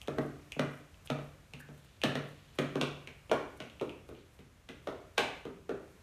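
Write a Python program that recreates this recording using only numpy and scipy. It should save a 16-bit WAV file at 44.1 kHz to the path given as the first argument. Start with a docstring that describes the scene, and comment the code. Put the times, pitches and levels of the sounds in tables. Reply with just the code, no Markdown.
"""Slippers walking away over hard tiles, 2.5 to about 6 m from a microphone set low in a living room.
Each sole slaps the floor: the foot thuds, trapped air pops, the flat claps, the stiff sole cracks.
Its edge ticks as it bends and touches; it scuffs now and then and squeaks once.
Walls and ceiling answer more and more as the walker recedes, and room modes ring under the steps.
Trousers swish over quiet room tone."""
import sys
import numpy as np
from scipy import signal
from scipy.fft import rfft, irfft, next_fast_len
from scipy.io import wavfile
from scipy.ndimage import uniform_filter1d

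SR = 44100
rng = np.random.default_rng(int(sys.argv[2]) if len(sys.argv) > 2 else 0)


def dump(signal):
    """Clip the signal to [-1, 1] and save it as 16-bit WAV at the path in sys.argv[1]."""
    limited = np.clip(np.atleast_2d(signal).T, -1, 1)
    pcm = np.round(limited * 32767).astype(np.int16)
    wavfile.write(sys.argv[1], SR, pcm)


N = 265863
LEAD = int(0.008 * SR)  # samples ahead of each blow, room for the first soft touch
STEP_SPAN, TICK_SPAN = int(0.06 * SR), int(0.007 * SR)  # samples over which a level is set

# the walker's path away from the microphone: t/s, distance/m
WALK = [(0, 2.5), (3, 4.2), (6, 6.2)]
# resonances of the sole's hard skin: f/Hz, width/Hz, level/dB
SNAP = [(5880, 1740, -0.5), (8850, 2060, -8.5), (12200, 2100, -12.5)]


def undb(db):
    """Decibels to gain."""
    return 10 ** (np.asarray(db) / 20)


def level(x, db):
    """Scale to an rms level."""
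    return x * undb(db) / np.sqrt(np.mean(x ** 2))


def add(out, x, s):
    """Mix x into out from time s on."""
    start = int(round(s * SR))
    x = x[max(-start, 0):len(out) - start]
    start = max(start, 0)
    out[start:start + len(x)] += x


def resonate(x, hz, width_hz):
    """A damped resonance, applied as a causal band-pass."""
    low = np.hypot(hz, width_hz / 2) - width_hz / 2
    high = min(low + width_hz, SR / 2 - 100)
    return signal.sosfilt(signal.butter(2, [low, high], "band", fs=SR, output="sos"), x + 1e-18)


def ring(drive, modes, db, span=STEP_SPAN):
    """Resonances (f/Hz, width/Hz, level/dB) of alternating sign, at rms db over span samples after LEAD."""
    y = sum((-1) ** k * undb(mode_db) * resonate(drive, hz, width)
            for k, (hz, width, mode_db) in enumerate(modes))
    return y * undb(db) / np.sqrt(np.mean(y[LEAD:LEAD + span] ** 2))


def noise(spectrum):
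    """Steady noise of unit rms, shaped by (f/Hz, level/dB) points."""
    hz, db = np.transpose(spectrum)
    size = next_fast_len(N)
    bins_hz = np.maximum(np.fft.rfftfreq(size, 1 / SR), 1)
    gain = undb(np.interp(np.log(bins_hz), np.log(hz), db))
    return level(irfft(rfft(rng.standard_normal(size)) * gain, size)[:N], 0)


def waver(rate_hz):
    """A smooth random curve with a spread near 1, drawn rate_hz times a second."""
    hold = int(SR / rate_hz)
    stairs = np.repeat(rng.standard_normal(N // hold + 1), hold)
    return uniform_filter1d(uniform_filter1d(stairs, hold), hold)[:N]


def swells(rows):
    """Bell-shaped envelopes from rows of middle t/s, length/s, level/dB."""
    t = np.arange(N) / SR
    return sum(undb(db) * np.exp(-2 * ((t - s) / length) ** 2) for s, length, db in rows)


def distance(s):
    """Metres from microphone to walker at time s."""
    return np.interp(s, *np.transpose(WALK))


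def room_tone():
    """Quiet room air and a wavering low rumble."""
    # spectrum of the air: f/Hz, relative level/dB
    air_spectrum = [(15, -33), (25, -3), (70, 15.5), (126, 8), (353, -5.5), (525, -4), (846, -8.5),
                    (1190, -7.5), (1920, -9.5), (2570, -11), (4850, -18), (6330, -17), (14000, -25.5)]
    # its slow drift: t/s, level/dB
    air_drift = [(0, -57), (2, -61.5), (3.5, -58), (4.2, -62), (4.8, -61.5), (6.03, -59.5)]
    rumble = level(resonate(rng.standard_normal(N), hz=56, width_hz=39), db=-69)
    air_db = np.interp(np.arange(N) / SR, *np.transpose(air_drift))
    air = noise(air_spectrum) * undb(air_db + waver(3.26))
    return air + rumble * undb(2 * waver(0.68))


def room_response(s, wet_db, build_s=0.0039, grain=0.74, grain_s=0.033, wall_scatter=0.06):
    """From the walker at time s to the microphone: direct sound, echoes, diffuse tail, standing waves."""
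    # mirror images in walls and ceiling: sideways offset/m, level/dB
    mirrors = [(4.3, -9), (5.8, -35), (7.6, -18), (9.4, -9)]
    # bands of the diffuse tail: f/Hz, t60/s, relative level/dB
    tail_bands = [(119, 0.66, 11), (243, 0.48, 7.5), (555, 0.53, -0.5), (1380, 0.53, 5), (2370, .58, 3),
                  (3150, 0.54, -3.5), (4360, 0.54, -3), (7140, 0.46, -3), (12800, 0.35, -4)]
    # standing waves: f/Hz, t60/s, relative level/dB at the near end, the same at the far end
    room_modes = [(143.8, 0.6, 2, -45.5), (180, 0.93, -32, -5), (247.4, 0.34, -6, -18.5),
                  (294.3, 0.73, -14.5, -19), (395.3, 0.48, -19, -3.5), (455, 0.22, -17.5, -6),
                  (621, 0.27, -12, -13.5)]
    metres = distance(s)
    size = int(0.9 * SR)
    t = np.arange(size) / SR
    early = np.zeros(size)
    early[0] = 1  # direct sound
    for offset, db in mirrors:
        path = np.hypot(metres, offset * (1 + wall_scatter * rng.standard_normal()))
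        lag_s = (path - metres) / 343
        early[int(lag_s * SR)] += undb(db) * metres / path

    # the first echoes come one by one, the late ones merge
    graininess = grain * np.exp(-t / grain_s)
    echoes = rfft(rng.standard_normal(size) * np.exp(graininess * rng.standard_normal(size)))
    log_bins = np.log(np.maximum(np.fft.rfftfreq(size, 1 / SR), 1))
    log_centres = np.log(np.array(tail_bands)[:, 0])
    tail = 0
    for (_, t60, db), this_band in zip(tail_bands, np.eye(len(tail_bands))):
        share = np.interp(log_bins, log_centres, this_band)
        fade = (1 - np.exp(-t / build_s)) * np.exp(-np.log(1000) * t / t60)
        tail += undb(db) * irfft(echoes * share, size) * fade / np.linalg.norm(fade)
    tail_db = wet_db + 4.5 * np.log2(metres / 4)  # gains on the direct sound with distance

    near_m, far_m = WALK[1][1], WALK[-1][1]
    farness = np.clip((metres - near_m) / (far_m - near_m), 0, 1)
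    standing = 0
    for hz, t60, near_db, far_db in room_modes:
        mode = np.sin(2 * np.pi * (hz * t + rng.random())) * np.exp(-np.log(1000) * t / t60)
        standing += undb(near_db + farness * (far_db - near_db)) * mode / np.linalg.norm(mode)
    return early + undb(tail_db) * tail + undb(-8) * standing


def rubbing(step_s=0.516, swish_s=0.085, hiss_s=0.014, flutter_db=3, fibre_db=4):
    """Trouser legs brush in uneven folds, with brief hisses; a sliding sole rasps at its bending pitch."""
    # brief high hisses (trouser hem flicks, and the bright snap of the sole's squeak): t/s, level/dB
    brief_hisses = [(0.028, -60), (1.06, -60), (1.604, -59), (1.85, -69), (2.556, -63), (3.575, -66),
                    (4.09, -69), (4.135, -73)]
    # a sole slides lightly: middle t/s, length/s, level/dB
    scuffs = [(1.86, 0.2, -71), (2.47, 0.35, -69.5), (4.2, 0.11, -71.5)]
    friction = noise([(800, -4), (2500, -14), (5000, -15), (9000, -8.5), (14000, -13)])
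    friction *= undb(fibre_db * waver(1100))  # single fibres catch and let go
    rasp = level(resonate(rng.standard_normal(N), hz=3140, width_hz=1600), db=0)
    # one swish a step, weaker with distance
    swishes = [(s, swish_s, -73 - 20 * np.log10(distance(s) / 4))
               for s in np.arange(0.23, N / SR, step_s)]
    hisses = [(s, hiss_s, db) for s, db in brief_hisses]
    flutter = undb(flutter_db * waver(140))
    return (friction * swells(swishes + hisses) + rasp * swells(scuffs)) * flutter


def contact(touch_db, touch_s, crush_db, crush_s, early_db=-10, early_s=0.00016):
    """Force on the tile: the sole touches softly, lands flat in one blow, then its tread settles."""
    t = (np.arange(4 * LEAD) - LEAD) / SR
    touching = (t > -touch_s) * (t < 0)
    touch = resonate(touching * rng.standard_normal(len(t)), hz=1590, width_hz=1470)
    # the highest ridges of the tread meet the tile just before the rest
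    ridges = np.where(t > 0, np.exp(-np.abs(t) / crush_s), undb(early_db) * np.exp(-np.abs(t) / early_s))
    crush = ridges * rng.standard_normal(len(t))
    blow = rfft((t == 0) + undb(crush_db) * crush / np.linalg.norm(crush))
    # the many tiny contacts spread the blow in time but drive all pitches nearly evenly
    even_blow = irfft(blow / np.abs(blow) ** 0.7, len(t))
    return even_blow + undb(touch_db) * touch / np.linalg.norm(touch)


def light_touch(s):
    """A contact with little weight behind it, heard through the room."""
    force = contact(touch_db=-40, touch_s=0.0047, crush_db=-1.5, crush_s=0.00081)
    return signal.fftconvolve(force, room_response(s, wet_db=-2))


def squeak(s=1.603, hz=1650, width_hz=240, db=-51.5):
    """The sole catches on the tile once and rings briefly."""
    out = np.zeros(N)
    add(out, ring(light_touch(s), [(hz, width_hz, 0)], db, TICK_SPAN), s - LEAD / SR)
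    return out


def sole_ticks(edge_width_hz=870, knock_hz=600, knock_width_hz=800):
    """The stiff edge of the sole clicks on the tile, duller from farther away."""
    # light touches of the edge: t/s, level/dB, f/Hz
    ticks = [(0.016, -48, 2930), (0.075, -48.5, 3160), (0.5208, -41, 2730), (0.9435, -62, 2900),
             (1.074, -49.5, 3000), (1.5361, -46.5, 2600), (2.017, -40.5, 2780), (3.074, -46, 2510),
             (3.2966, -49, 2720), (3.624, -53, 2780), (3.699, -54.5, 3030), (3.7978, -49, 2640),
             (3.8944, -47, 2740), (4.1506, -61, 2780), (4.39, -64, 2550)]
    out = np.zeros(N)
    for s, db, hz in ticks:
        drive = light_touch(s)
        edge = ring(drive, [(hz, edge_width_hz, 0)], 0, TICK_SPAN)
        snap = ring(drive, SNAP, -17 - 12 * np.log2(distance(s) / 4), TICK_SPAN)
        knock = ring(drive, [(knock_hz, knock_width_hz, 0)], -15, TICK_SPAN)
        add(out, undb(db) * (edge + snap + knock), s - LEAD / SR)
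    return out


def footsteps(firm_db=-42, thud_hz=157, body_hz=268.8, crack_hz=3187, crack_width_hz=1270):
    """Slaps on tile: trapped air pops; weight adds thud and body, hardness the clap, crack and snap."""
    # blows of heel and sole: t/s, strength/dB, foot's weight/dB, hardness/dB, air pop f/Hz, clap f/Hz
    blows = [(0.0824, -39.5, 1, -16, 460, 1274), (0.1846, -35.5, 4.5, -20, 462, 1480),
             (0.566, -51, 6, -39, 485, 1270), (0.5948, -35.5, 7, -8.5, 485, 1365),
             (1.102, -39.5, 8, -7.5, 535, 1380), (1.188, -49, -11, -19, 513, 1360),
             (1.5373, -62.5, 10.5, 1, 570, 1350), (1.688, -59.5, 7, -15, 516, 1430),
             (2.0368, -37, 7.5, 0.5, 516, 1400), (2.0426, -40.5, 6, -11, 593, 2140),
             (2.1544, -42, 8, -5, 550, 1470), (2.588, -36, 5.5, -6.5, 475, 1290),
             (2.756, -37, 4, -15.5, 416, 1210), (2.8132, -39, 3, 0.5, 495, 1120),
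             (3.074, -59.5, 1.5, 0.5, 484, 1430), (3.2962, -52, 3, -24, 454, 1300),
             (3.3152, -29.5, -7, -14, 485, 1265), (3.6032, -50, 1, -2, 530, 1330),
             (3.8128, -37.5, -4.5, -19.5, 455, 1000), (4.09, -50.5, -3, -18.5, 386, 1140),
             (4.391, -62.5, 2.5, -8, 440, 1290), (4.6897, -53, -1.5, -2, 400, 1380),
             (4.873, -40.5, -6, -15, 506, 1410), (5.1802, -33.5, -7.5, 0, 601, 1290),
             (5.453, -45.5, -1.5, -17.5, 427, 1120), (5.6936, -38, -5, -21.5, 448, 1330)]
    # the sole's two bending modes: ratio to crack_hz, level/dB
    bending_modes = [(0.84, 3.5), (1.17, 0.5)]
    bending = [(ratio * crack_hz, crack_width_hz, db) for ratio, db in bending_modes]
    out = np.zeros(N)
    for s, strength, weight, hardness, pop_hz, clap_hz in blows:
        force = contact(touch_db=-15, touch_s=0.003, crush_db=3.5, crush_s=0.0011)
        drive = signal.fftconvolve(force, room_response(s, wet_db=0.5))
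        # with distance the deep thud gives way to the sole's body
        doublings = np.log2(distance(s) / 4)
        # a gentle footfall presses longer (more thud), a firm one expels the air faster (more clap)
        firmness = strength - firm_db
        thud = ring(drive, [(thud_hz, 89.5, 0)], weight - 7 - 1.5 * doublings - 0.35 * firmness)
        body = ring(drive, [(body_hz, 93, 0)], weight - 8.5 + 3.1 * doublings)
        pop = ring(drive, [(pop_hz, 0.6 * pop_hz, 0)], db=1)
        clap = ring(drive, [(clap_hz, 0.55 * clap_hz, 0)], 0.43 * hardness + 0.17 * firmness - 6)
        crack = ring(drive, bending, hardness - 0.3)
        snap = ring(drive, SNAP, 0.86 * hardness - 13)
        slap = thud - body + pop - clap + crack + snap  # neighbouring resonances swing in opposite senses
        add(out, undb(strength) * slap, s - LEAD / SR)
    return out


def scene():
    """Steps, ticks, a squeak and rubbing over the room tone, in mono."""
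    return (footsteps() + sole_ticks() + squeak() + rubbing() + room_tone())[None]


def record(dry, top_hz=14500):
    """The recorder cuts the treble steeply above top_hz."""
    return signal.sosfilt(signal.ellip(10, 0.2, 70, top_hz, fs=SR, output="sos"), dry)


dry = scene()
out = record(dry)
dump(out)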